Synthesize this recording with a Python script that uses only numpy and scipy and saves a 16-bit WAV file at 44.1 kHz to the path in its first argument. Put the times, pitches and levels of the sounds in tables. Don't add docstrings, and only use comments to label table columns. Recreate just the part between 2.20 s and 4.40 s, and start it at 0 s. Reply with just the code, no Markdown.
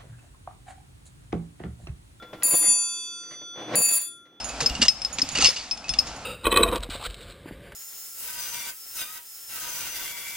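import sys
import numpy as np
from scipy import signal
from scipy.fft import rfft, irfft, next_fast_len
from scipy.io import wavfile
from scipy.ndimage import uniform_filter1d, minimum_filter1d, map_coordinates

SR = 44100
rng = np.random.default_rng(int(sys.argv[2]) if len(sys.argv) > 2 else 0)


def store_pcm(level_fs):
    pcm = np.round(np.clip(level_fs, -1, 1) * 32767).astype(np.int16)
    wavfile.write(sys.argv[1], SR, np.atleast_2d(pcm).T)


N = 97020

# f/Hz, level/dB
HUSH_TONE = [(25, -19), (60, -14), (130, -5), (220, -6.5), (320, 4), (450, -5), (800, -20.5), (2000, -18),
             (5000, -36.5), (16000, -35.5)]
RUMBLE_TONE = [(20, -3), (45, -3), (110, 0), (200, -8), (400, -40), (2000, -80)]
HISS_TONE = [(500, -20), (3000, -3), (6000, 0), (10000, -1), (16000, -3)]
# t/s, level/dB
RUMBLE_LEVEL = [(0, -61), (.2, -57.5), (.27, -68), (.45, -58), (.65, -66.5), (.8, -85)]
HISS_LEVEL = [(0, -66), (.21, -59.5), (.3, -82.5), (.9, -86), (1.1, -74), (1.25, -80), (1.4, -71),
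              (1.9, -92.5)]
# f/Hz, side level/dB
STEREO_WIDTH = [(100, -29), (250, -19.5), (500, -13.5), (1000, -9), (2000, -8), (8000, -2)]

# t/s, level/dB
FIRST_TURN = [(0, -56.5), (.05, -54), (.12, -54.5), (.21, -50), (.25, -34.5), (.3, -36), (.342, -21.5),
              (.365, -32), (.41, -30), (.445, -32), (.48, -38), (.54, -48.5), (.68, -63.5), (.9, -76)]
SECOND_TURN = [(1.02, -65), (1.12, -57.5), (1.32, -63), (1.36, -49.5), (1.385, -38.5), (1.46, -41.5),
               (1.505, -35), (1.535, -26.5), (1.61, -31), (1.635, -33), (1.73, -48.5), (1.83, -65),
               (1.98, -91), (2.12, -63.5), (2.2, -66)]
# f/Hz, width/Hz, level/dB
CASE_RESONANCES = [(123, 25, -4.5), (201, 12, -3.5), (314.4, 17, 4.5), (500, 17, 7.5), (599, 37, 1.5),
                   (708, 27, -2.5), (1040, 48, -5)]
# t/s, thud level/dB, tick level/dB, t60/s (the time to fade by 60 dB)
KNOCKS = [(0.023, -40.5, -45.5, 0.14), (0.13, -33.5, -49, .14), (0.223, -58, -23.5, 0.03),
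          (0.425, -50.5, -29.5, 0.3), (1.03, -75, -57.5, 0.49), (1.109, -47.5, -45, 0.23),
          (1.213, -45, -60.5, 0.11), (1.358, -47.5, -53, 0.12), (1.394, -49, -49.5, 0.069),
          (1.483, -44, -57.5, 0.048), (1.547, -42, -17.5, 0.025), (2.053, -60.5, -59.5, 0.17),
          (2.092, -72, -75, 0.23)]
# f/Hz, level/dB
GEAR_TONE = [(40, -32.5), (80, -20), (125, -4), (230, -2), (320, -0.5), (550, -4), (800, -3.5),
             (1300, -8.5), (2200, -9.5), (3200, -15), (5000, -21.5), (8000, -35), (16000, -48.5)]
TICK_TONE = [(100, -19.5), (600, -20), (1200, -2), (1750, -2.5), (2050, 7), (2350, -9.5), (2900, -9),
             (4200, -8), (6000, -21), (10000, -27), (16000, -48)]

LOW_HZ = [1013, 2601, 4641, 7031, 9762, 12822, 15235, 15726]
HIGH_HZ = [1379, 3444.5, 6010, 8998, 12391]
# level/dB, t60/s, left over right/dB, side level/dB
LOW_MODES = [(-42, 1.5, -1.5, -10.5), (-33, 1.46, -2, -6.5), (-26, 1.76, -5, -7), (-15.5, 0.99, -2, -10.5),
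             (-8, 0.62, 1, -18), (-16.5, 0.27, 0.5, -8.5), (-18.5, 0.075, 1.5, -3.5), (-20, 0.062, 4, -6)]
HIGH_MODES = [(-48.5, 28, 0.5, -23), (-34, 10.4, 2, -8), (-31, 3.43, -0.5, -22.5), (-26, 1.37, 4.5, -0.5),
              (-40, .9, 6.5, -2)]
# beat f/Hz, depth from 0 to 1
LOW_BEATS = [(1, .05), (2, .15), (1.5, .1), (8, .25), (9, .15), (7, .12), (200, .4), (130, .5)]
HIGH_BEATS = [(3.05, .65), (2, .5), (1.1, .25), (6.3, .6), (5.5, .3)]
# t/s, level/dB, brightness/(dB per octave)
LOW_HITS = [(0.2331, 0.5, 0.5), (0.266, -1, 4), (0.2755, -4, 0), (0.2828, -11, -6), (0.29, -2, 7),
            (.308, -1, -2), (0.323, -9, -1.5), (.3542, 5, -0.5), (0.3748, 2.5, 5.5), (1.555, -2, 0),
            (1.592, -15.5, 13), (1.619, 5.5, -0.5), (1.65, -2, -4), (1.663, -7.5, 1.5), (1.6755, -10.5, -6),
            (1.6867, -5, -2.5), (1.698, -25, -11), (1.7114, -10.5, -2), (1.7185, -25, 2),
            (1.7238, -12, -2.5), (1.737, -11, 2.5), (1.748, -20.5, -2.5), (1.7547, -2.5, 2.5),
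            (1.7608, 2.5, 1.5), (1.7745, -2.5, 0), (1.785, -24, -12), (1.7965, -30, -2), (1.801, -15, -1.5),
            (1.814, -11.5, 6)]
HIGH_HITS = [(-1.994, -22, -9.5), (.345, 2.5, 3.5)]
LOW_LEAN = [-25.5, 4, 3, 0, -1, -1, 1.5, 0.5]
HIGH_DAMPING = [5.6, 15, 41, 60, 60]

# f/Hz, level/dB
CRACK_TONE = [(500, -13), (3000, -1.5), (7000, 10), (10000, 1), (14000, 12), (16000, -1)]
CLATTER_TONE = [(60, -20), (150, -6.5), (400, -0.5), (1000, -1.5), (2000, 1), (3000, -7.5), (4200, -1.5),
                (5500, -16.5), (8000, -5.5), (11000, -6), (16000, -33)]
ECHO_TONE = [(100, -14.5), (7000, 10.5), (16000, -7)]
# f/Hz, level/dB
LIMITER_EAR = [(100, -12), (7000, -39), (10000, -12), (13000, -13.5), (15000, 1.5)]

LEAN_S, DAMP_S = 1.5, 1.78
CHOKE_DB_PER_S = 157
ENERGY_KEPT, KICK_RAD = 0.29, 0.99
CONTACT_S, ATTACK_S = 0.0017, 0.0014
TWIN_SPREAD_RAD = 0.17
LIMIT_DB, RELEASE_DB_PER_S, HOLD_S = -25, 127, 0.0067
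TIME = np.arange(N) / SR


def amp(db):
    return 10 ** (np.asarray(db) / 20)


def fader(points):
    return amp(np.interp(TIME, *np.transpose(points)))


def gains(points, hz):
    f, db = np.transpose(points)
    return amp(np.interp(np.log(hz + 1), np.log(f + 1), db))


def filtered(x, response):
    size = next_fast_len(N + SR // 2)
    return irfft(rfft(x, size) * response(np.fft.rfftfreq(size, 1 / SR)), size)[..., :N]


def unit(x):
    return x / np.sqrt(np.mean(x ** 2) + 1e-20)


def noise(tone):
    response = lambda hz: gains(tone, hz) * np.array([np.ones_like(hz), gains(STEREO_WIDTH, hz)])
    mid, side = filtered(rng.standard_normal((2, N)), response)
    return unit(np.array([mid + side, mid - side]))


def blows(rows):
    shape = lambda age, t60: (1 - np.exp(-age / ATTACK_S)) * amp(-60 * age / t60)
    return np.sqrt(sum((amp(db) * shape(np.maximum(TIME - s, 0), t60)) ** 2 for s, db, t60 in rows))


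def background():
    hush = amp(-62) * noise(HUSH_TONE)
    return hush + fader(RUMBLE_LEVEL) * noise(RUMBLE_TONE) + fader(HISS_LEVEL) * noise(HISS_TONE)


def wooden_case():
    def response(hz):
        peaks = sum(amp(db) * 1j * hz * width / (centre ** 2 - hz ** 2 + 1j * hz * width)
                    for centre, width, db in CASE_RESONANCES)
        return 1 + amp(5) * peaks
    return unit(filtered(noise(GEAR_TONE), response))


def gears(grain_hz=160, grain_db=1.5):
    grain = map_coordinates(rng.standard_normal(N // 20), [TIME * grain_hz])
    grind = fader(FIRST_TURN + SECOND_TURN) * unit(amp(grain_db * grain) * wooden_case())
    thuds = blows([(s, db, t60) for s, db, _, t60 in KNOCKS]) * wooden_case()
    ticks = blows([(s, db, t60) for s, _, db, t60 in KNOCKS]) * noise(TICK_TONE)
    return grind + thuds + ticks


def gong(pitches, modes, beats, hits, damping_db_per_s, lean_db=0):
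    hz, level, t60, pan, side, beat_hz, depth = np.column_stack([pitches, modes, beats]).T[:, :, None]
    lean, damping = np.reshape(lean_db, (-1, 1)), np.reshape(damping_db_per_s, (-1, 1))
    kicks = KICK_RAD * rng.standard_normal((len(hits), len(modes), 1))
    octaves = np.log2(hz / 9000)
    main, twin = np.zeros((2, len(modes), N), complex)
    ringing, phase = 0, 0
    ends = [hit[0] for hit in hits[1:]] + [N / SR]
    for (start, db, brightness), end, kick in zip(hits, ends, kicks):
        span = np.arange(max(round(start * SR), 0), round(end * SR))
        t = span / SR
        fed = amp(level + db + brightness * octaves + lean * (start > LEAN_S))
        peak = np.sqrt(ENERGY_KEPT * ringing ** 2 + fed ** 2)
        damped_db = damping * np.maximum(t - max(start, DAMP_S), 0)
        envelope = peak * amp(-60 * (t - start) / t60 - damped_db)
        ringing = envelope[:, -1:]
        phase = phase + kick
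        main[:, span] = envelope * np.exp(1j * phase)
        twin[:, span] = main[:, span] * depth * np.exp(2j * np.pi * beat_hz * (t - start))
    half_contact = int(CONTACT_S * SR / 2)
    soften = lambda x: uniform_filter1d(uniform_filter1d(x, half_contact), half_contact)
    tones = np.exp(2j * np.pi * hz * TIME)
    main, twin = soften(main) * tones, soften(twin) * tones
    ears = []
    for sign in (1, -1):
        placement = amp(sign * pan / 2) * np.exp(1j * sign * np.arctan(amp(side)))
        pairs = main + twin * np.exp(-1j * sign * TWIN_SPREAD_RAD)
        ears.append((placement * pairs).imag.sum(axis=0))
    return np.array(ears)


def clapper(crack_t60=0.015, clatter_t60=0.14):
    crack = blows([(s, db - 10.5, crack_t60) for s, db, _ in LOW_HITS]) * noise(CRACK_TONE)
    clatter = blows([(s, db - 26.5, clatter_t60) for s, db, _ in LOW_HITS]) * noise(CLATTER_TONE)
    return crack + clatter


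def room_echo(x, t60=0.24):
    t = np.arange(SR // 2) / SR
    tail = rng.standard_normal((2, len(t))) * amp(-60 * t / t60) * (t > .003)
    echo = signal.fftconvolve(x, tail / np.linalg.norm(tail[0]), axes=1)[:, :N]
    return filtered(echo, lambda hz: gains(ECHO_TONE, hz))


def scene():
    low = gong(LOW_HZ, LOW_MODES, LOW_BEATS, LOW_HITS, CHOKE_DB_PER_S, LOW_LEAN)
    high = gong(HIGH_HZ, HIGH_MODES, HIGH_BEATS, HIGH_HITS, HIGH_DAMPING)
    bells = low + high + clapper()
    return bells + amp(-17) * room_echo(bells) + gears() + background()


def record(dry, top_hz=16500):
    sensed = filtered(dry, lambda hz: gains(LIMITER_EAR, hz))
    power = uniform_filter1d((sensed ** 2).mean(axis=0), size=96)
    level_db = 10 * np.log10(np.abs(power) + 1e-12)
    hold = 2 * int(HOLD_S * SR / 2) + 1
    duck_db = minimum_filter1d(np.minimum(LIMIT_DB - level_db, 0), hold, origin=hold // 2)
    climb_db = RELEASE_DB_PER_S * TIME
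    gain_db = np.minimum.accumulate(duck_db - climb_db) + climb_db
    limited = dry * amp(uniform_filter1d(gain_db, size=48))
    return filtered(limited, lambda hz: 1 / np.sqrt(1 + (hz / top_hz) ** 100))


dry = scene()
out = record(dry)
store_pcm(out)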